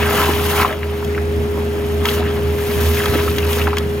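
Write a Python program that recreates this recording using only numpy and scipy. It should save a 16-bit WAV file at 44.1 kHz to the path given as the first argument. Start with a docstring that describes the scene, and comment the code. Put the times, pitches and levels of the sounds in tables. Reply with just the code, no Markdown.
"""A vacuum excavator digs a small muddy hole in a lawn, heard from just above at a hand-held camera.
From the start the truck's engine and blower drone, air rushes into the hose and a water lance hisses.
Mud churns, slurps, gulps and slaps as its bubbles resonate; the loudest splutter, near 0.65 s, makes
the gain control duck the whole sound. From 1 s grit ticks now and then on the nozzle. The mud and
spray fall into a lull, then return in spurts near 2 s and from about 3 s."""
import sys
import numpy as np
from scipy import signal
from scipy.fft import rfft, irfft, next_fast_len
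from scipy.io import wavfile
from scipy.ndimage import uniform_filter1d, minimum_filter1d, map_coordinates

SR = 44100
rng = np.random.default_rng(int(sys.argv[2]) if len(sys.argv) > 2 else 0)


def generate_wav(sig):
    """Save sig (samples, or channels by samples) to the path in sys.argv[1] as 16-bit PCM at SR."""
    pcm = np.round(np.clip(np.atleast_2d(sig).T, -1, 1) * 32767).astype(np.int16)
    wavfile.write(sys.argv[1], SR, pcm)


N = 176400


def amp(db):
    """Decibels to amplitude ratio."""
    return 10 ** (np.asarray(db) / 20)


def unit(x):
    """Normalisation to rms 1."""
    return x / np.sqrt(np.mean(x ** 2) + 1e-20)


def along(points, hz):
    """Interpolation of (frequency [Hz], value) on a log axis."""
    freqs, values = np.transpose(points)
    return np.interp(np.log(hz + 1), np.log(freqs + 1), values)


def curve(rows):
    """Interpolation of (time [s], value) at every sample."""
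    return np.interp(np.arange(N) / SR, *np.transpose(rows))


def wobble(knots_per_s):
    """Smooth random modulation."""
    return map_coordinates(rng.standard_normal(2048), [np.arange(N) * knots_per_s / SR + 2], mode="mirror")


def filtered(x, response):
    """Linear filtering by a complex frequency response."""
    size = next_fast_len(N + SR // 4)
    return irfft(rfft(x, size) * response(np.fft.rfftfreq(size, 1 / SR)), size)[..., :N]


def rush(spectrum, coherence, patchy_db):
    """Partly coherent stereo noise of rms 1, its gain patchy in time and frequency."""
    cells = signal.stft(rng.standard_normal((2, N)), nperseg=512)[2]
    patches = uniform_filter1d(rng.standard_normal(cells.shape[1:]), size=6, axis=0)
    patches = unit(uniform_filter1d(patches, size=6, axis=1))
    pair = signal.istft(cells * amp(patchy_db * patches), nperseg=512)[1][:, :N]
    angle = lambda hz: np.arccos(np.clip(along(coherence, hz), -1, 1)) / 2
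    response = lambda hz: amp(along(spectrum, hz)) * [np.cos(angle(hz)), np.sin(angle(hz))]
    mid, side = filtered(pair, response)
    return unit(np.array([mid + side, mid - side]))


def tone(hz, drift, flutter_db):
    """A sinusoid of rms near 1 with random phase and amplitude modulation."""
    phase = 2 * np.pi * (hz * np.arange(N) / SR + rng.random()) + drift * wobble(5.03)
    return np.sqrt(2) * np.sin(phase) * amp(flutter_db * wobble(13))


def bubbles(start_s, hz, strength, cycles, rise, samples=600):
    """Bubble resonance: rising sinusoids that swell, then decay 60 dB in the given cycles."""
    k = np.arange(samples)
    turns = np.clip(hz, 150, 15000)[:, None] * k / SR
    age = np.minimum(turns / cycles, 2)
    envelope = (1 - np.exp(-10 * age)) * amp(-60 * age)
    wave = strength[:, None] * np.sin(2 * np.pi * turns * (1 + rise * age)) * envelope
    at = (np.abs(start_s) * SR).astype(int)[:, None] + k
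    return np.bincount(at.ravel(), wave.ravel(), N)[:N]


def swarm(per_s, pitch_curve, spread, cycles, scatter_db, samples):
    """Superposition of random bubbles around (time [s], pitch [Hz]), at rms 1."""
    draws = np.random.default_rng(rng.integers(2 ** 31)).random((int(per_s * N / SR), 5))
    start_s = draws[:, 0] * N / SR
    detune = spread * np.sqrt(6) * (draws[:, 1] - draws[:, 2])
    hz = np.interp(start_s, *np.transpose(pitch_curve)) * np.exp(detune)
    strength = amp(-scatter_db * np.log(draws[:, 3] + 0.024)) * np.sign(draws[:, 4] - .5)
    return unit(bubbles(start_s, hz, strength, cycles, rise=0.17, samples=samples))


# The truck's weaker partials (frequency [Hz], relative level [dB])
TRUCK_PARTIALS = [(137, -35.5), (217.5, -34), (240.3, -35.5), (320, -39), (521, -45)]
# Exhaust rumble (frequency [Hz], relative spectral density [dB])
EXHAUST_SPECTRUM = [(20, -32), (70, 2), (130, 0.5), (230, -1), (500, -7.5), (800, -15.5), (2000, -52)]
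# Slow swell of the whole drone (time [s], gain [dB])
TRUCK_GAIN = [(0, 0), (1.2, -1.5), (3.2, 1), (4, -2.5)]

def truck(engine_hz=79.75, blower_hz=411.5, left_lead_rad=0.54):
    """Periodic excitation: engine firing and blower give spectral lines over exhaust noise."""
    engine = amp(-21.5) * tone(engine_hz, drift=0.06, flutter_db=-3.0) * amp([[-.8], [.8]])
    note = amp(-21.5) * tone(blower_hz, drift=0.12, flutter_db=-0.5)
    phase_shift = np.exp(1j * left_lead_rad * np.array([[.5], [-.5]]))
    blower = filtered(note, lambda hz: phase_shift) * amp([[.4], [-.4]])
    partials = sum(amp(db) * tone(hz, drift=0.46, flutter_db=2.0) for hz, db in TRUCK_PARTIALS)
    rumble = amp(-27) * rush(EXHAUST_SPECTRUM, [(30, 0.14), (100, 0.89), (500, 0.63)], patchy_db=2.67)
    return amp(curve(TRUCK_GAIN)) * (engine + blower + partials + rumble)


# Intake air noise (frequency [Hz], relative spectral density [dB])
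SUCTION_SPECTRUM = [(200, 3.5), (600, 2.5), (2000, -3), (3300, -7.5), (3900, -13.5), (6500, -20),
                    (9500, -18), (13800, -35)]
# Its likeness in left and right (frequency [Hz], coherence [-1..1])
SUCTION_COHERENCE = [(600, 0.62), (1250, 0), (2400, 0.34), (14000, 1)]

def hose():
    """Flow noise: air rushes steadily into the nozzle."""
    return amp(-31.5) * rush(SUCTION_SPECTRUM, SUCTION_COHERENCE, patchy_db=1.5)


# Hiss of the mist (frequency [Hz], relative spectral density [dB])
MIST_SPECTRUM = [(600, -4.5), (3200, 7.5), (4200, -1.5), (6500, -2), (9200, 3.5), (11500, 2), (14000, 3),
                 (16000, -3.5)]
# How much of the jet sprays in the open (time [s], gain [dB])
SPRAY_GAIN = [(0, -33.5), (0.19, -25.5), (0.35, -31), (0.62, -27), (0.78, -40.5), (1.25, -47),
              (2.03, -41.5), (2.07, -31), (2.15, -30.5), (2.22, -43), (2.5, -42.5), (2.7, -33),
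              (2.96, -28.5), (3.44, -35.5), (3.52, -29), (3.62, -33), (3.72, -44)]

def lance(drop_hz=5900):
    """Atomisation: the water jet breaks into hissing mist and pattering droplets."""
    flicker = amp(3 + 1.67 * wobble(120))
    mist = flicker * rush(MIST_SPECTRUM, [(4500, 0.44), (10000, 1.0)], patchy_db=1.5)
    drops = swarm(per_s=3100, pitch_curve=[(0, drop_hz)], spread=0.43, cycles=3.7,
                  scatter_db=6.5, samples=100)
    return amp(curve(SPRAY_GAIN)) * (mist + amp(-5.5) * drops)


def hole(x, cutoff_hz=710):
    """High-pass radiation: the small hole emits little below its own note."""
    return filtered(x, lambda hz: 1 / (1 + (cutoff_hz / (hz + 1)) ** 8))


# Wash of mud (frequency [Hz], relative spectral density [dB])
WASH_SPECTRUM = [(60, -6), (230, 0.5), (640, 2.5), (950, -1), (1800, -5), (3200, -4.5), (4000, -10.5),
                 (15000, -56)]
# Bubbles get finer as the mud thins (time [s], typical pitch [Hz])
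BUBBLE_PITCH = [(.65, 1136), (3.6, 1810)]
# How hard the slurry churns (time [s], gain [dB])
CHURN_GAIN = [(0, -21), (0.22, -17.5), (0.35, -24.5), (0.5, -23.5), (0.63, -14), (0.8, -29.5), (1.35, -51),
              (1.6, -39), (1.98, -39.5), (2.08, -23.5), (2.28, -30), (2.38, -36), (3.2, -22.5), (3.35, -31),
              (3.6, -25.5), (3.7, -29.5), (4, -46)]

def slurry():
    """Two-phase flow: mud and air tear up at the nozzle into bubbles and a sputtering wash."""
    sputter = amp(3.1 * wobble(150))
    wash = unit(sputter * rush(WASH_SPECTRUM, [(300, 0.92), (3000, 1.0)], patchy_db=4.0))
    pops = swarm(per_s=700, pitch_curve=BUBBLE_PITCH, spread=0.434, cycles=9.8,
                 scatter_db=2.0, samples=800)
    return amp(curve(CHURN_GAIN) - 3.5 + 1.7 * wobble(35)) * (wash + hole(pops))


# Slurps (start [s], duration [s], level [dB], first pitch [Hz], last pitch [Hz])
SLURP_GLIDES = [(0, 0.31, -23, 1650, 885), (0.577, 0.073, -17, 1310, 1030), (0.65, 0.12, -24.5, 745, 470),
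                (1.547, .09, -33.5, 990, 760), (2.209, 0.11, -32, 2250, 1240),
                (2.957, .12, -26, 2060, 1150)]

def slurps():
    """Gliding resonance: bubbles crowd round a note that falls as the nozzle's air gap opens."""
    out, t = np.zeros(N), np.arange(N) / SR
    for start, length, db, first_hz, last_hz in SLURP_GLIDES:
        swell = np.sqrt(np.abs(np.sin(np.pi * np.clip((t - start) / length, 0, 1))))
        glide = [(start, first_hz), (start + length, last_hz)]
        stream = swarm(per_s=450, pitch_curve=glide, spread=0.078, cycles=11.6,
                       scatter_db=1.5, samples=1000)
        out += amp(db) * swell * stream
    return out


# Big air pockets collapsing (time [s], relative level [dB], pitch [Hz])
AIR_POCKETS = [(.208, -19, 300), (.292, -8, 320), (2.111, -19, 357), (3.155, -5, 290), (3.197, -17, 298),
               (3.570, -11, 420)]

def gulps(cycles=8.1, rise=0.33, splat_t60_s=0.029):
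    """Damped oscillation: a collapsing air pocket rings low and briefly, with a dull splat."""
    out, t = np.zeros(N + SR), np.arange(SR // 10) / SR
    for start, db, hz in AIR_POCKETS:
        age = hz * t / cycles
        envelope = (1 - np.exp(-10 * age)) * amp(-60 * age)
        bubble = 2 * np.sin(2 * np.pi * hz * t * (1 + rise * age)) * envelope
        band = signal.butter(2, [hz / 2, 2 * hz], "band", fs=SR, output="sos")
        splat = amp(-6 - 60 * t / splat_t60_s) * unit(signal.sosfilt(band, rng.standard_normal(len(t))))
        out[round(start * SR):][:len(t)] += amp(db) * (bubble + splat)
    return out[:N]


# Mud slapping into the hose; a narrow spread plops, a wide one splats
# (time [s], relative level [dB], pitch [Hz], pitch spread [natural log ratio])
MUD_SLUGS = [(0.223, -10.5, 1590, 0.34), (0.235, -9, 1140, 0.35), (0.6, -2.5, 1160, 0.35),
             (.620, -7, 970, .4), (0.648, 4, 1070, 0.42), (0.662, -10, 1090, .2), (.704, -8, 1370, 0.43),
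             (0.727, -7.5, 1850, 0.53), (0.831, -8, 1963, 0.51), (1.026, -14.5, 1170, 0.27),
             (1.148, -15, 1960, 0.49), (1.178, -11, 1430, 0.51), (2.054, -5.5, 2080, 0.44),
             (2.087, -4.5, 3050, 0.13), (3.003, -11, 1600, 0.23), (3.057, -9.5, 1560, 0.33),
             (3.278, -8.5, 1250, 0.47), (3.383, -12, 2100, .45), (3.616, -7.5, 2740, 0.092),
             (3.671, -6.5, 1400, 0.39), (3.678, -9.5, 910, 0.18), (3.731, -6.5, 1010, 0.32),
             (3.771, -8, 2180, 0.45)]

def slugs(count=10, trail_s=.005):
    """Impulsive excitation: each slug rings one main bubble and a quick trail of weaker ones."""
    out = np.zeros(N)
    for start, db, hz, spread in MUD_SLUGS:
        late, detune = rng.standard_normal((2, count))
        strength = .5 * rng.choice([-1, 1], count)
        late[0], detune[0], strength[0] = 0, 0, 1.5  # the main bubble
        onsets = start + trail_s * np.abs(late)
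        pitches = hz * np.exp(spread * detune)
        out += amp(db + 3.5) * bubbles(onsets, pitches, strength, cycles=9.6, rise=0.037)
    return hole(out)


# Stones striking the nozzle (time [s], relative level [dB])
GRIT_IMPACTS = [(1.047, -29.5), (2.055, -17.5), (2.09, -25), (3.058, -20), (3.384, -19), (3.531, -21.5),
                (3.769, -25), (3.783, -18)]

def grit(nozzle_hz=3286, ring_t60_s=0.025, crack_t60_s=0.02):
    """Impact and free vibration: each stone cracks against the nozzle, which rings briefly."""
    out, t = np.zeros(N + SR), np.arange(SR // 20) / SR
    ring = .5 * amp(1 - 60 * t / ring_t60_s) * np.sin(2 * np.pi * nozzle_hz * t)
    for start, db in GRIT_IMPACTS:
        crack = amp(-60 * t / crack_t60_s) * rng.standard_normal(len(t))
        out[round(start * SR):][:len(t)] += amp(db - 2.5) * (crack + ring)
    return filtered(out[:N], lambda hz: amp(along([(1000, 6), (4000, 12.5), (15000, 1.0)], hz)))


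def ground(x, t60_s=0.063):
    """Scattering: the ground and the workers' legs return a faint, brief tail."""
    t = np.arange(SR // 16) / SR
    tail = rng.standard_normal((2, len(t))) * amp(-60 * t / t60_s) * (t > .002)
    return amp(-8) * signal.fftconvolve(x[None], tail / np.linalg.norm(tail[0]), axes=1)[:, :N]


# Phase between the microphones (frequency [Hz], left lead [rad])
MIC_PHASE = [(2000, 0), (3600, 1.53), (6000, 1), (8300, -3.5), (11000, -4.5), (13300, -6)]
# Balance between them (frequency [Hz], left minus right [dB])
MIC_BALANCE = [(3300, 1), (5300, 5), (8000, 0)]

def camera_body(x):
    """Diffraction: the camera body shifts phase and level between its two microphones."""
    side = np.array([[.5], [-.5]])
    phase_shift = lambda hz: np.exp(1j * side * along(MIC_PHASE, hz))
    return filtered(x, lambda hz: phase_shift(hz) * amp(side * along(MIC_BALANCE, hz)))


def scene():
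    """Superposition: the hole lies just below the camera; the truck stands farther off."""
    mud = slurry() + slurps() + slugs() + gulps()
    return truck() + camera_body(mud + ground(mud.mean(axis=0)) + grit() + lance() + hose())


def record(dry, threshold_db=-12, hold_s=0.17, release_s=0.088, low_hz=20, top_hz=15900):
    """Automatic gain control ducks on loud bursts, holds and recovers; band limiting follows."""
    power = np.abs(uniform_filter1d(np.mean(dry ** 2, axis=0), size=600))
    excess_db = np.maximum(10 * np.log10(power + 1e-12) - threshold_db, 1e-6)
    window = 2 * int(hold_s * SR / 2) + 1
    held_db = -minimum_filter1d(-excess_db, window, origin=window // 2)
    decay = np.arange(N) / SR / release_s
    duck_db = np.exp(np.maximum.accumulate(np.log(held_db) + decay) - decay)  # exponential release
    ducked = dry * amp(-uniform_filter1d(duck_db, size=300))
    return filtered(ducked, lambda hz: (hz < top_hz) * hz ** 2 / (hz ** 2 + low_hz ** 2))


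dry = scene()
out = record(dry)
generate_wav(out)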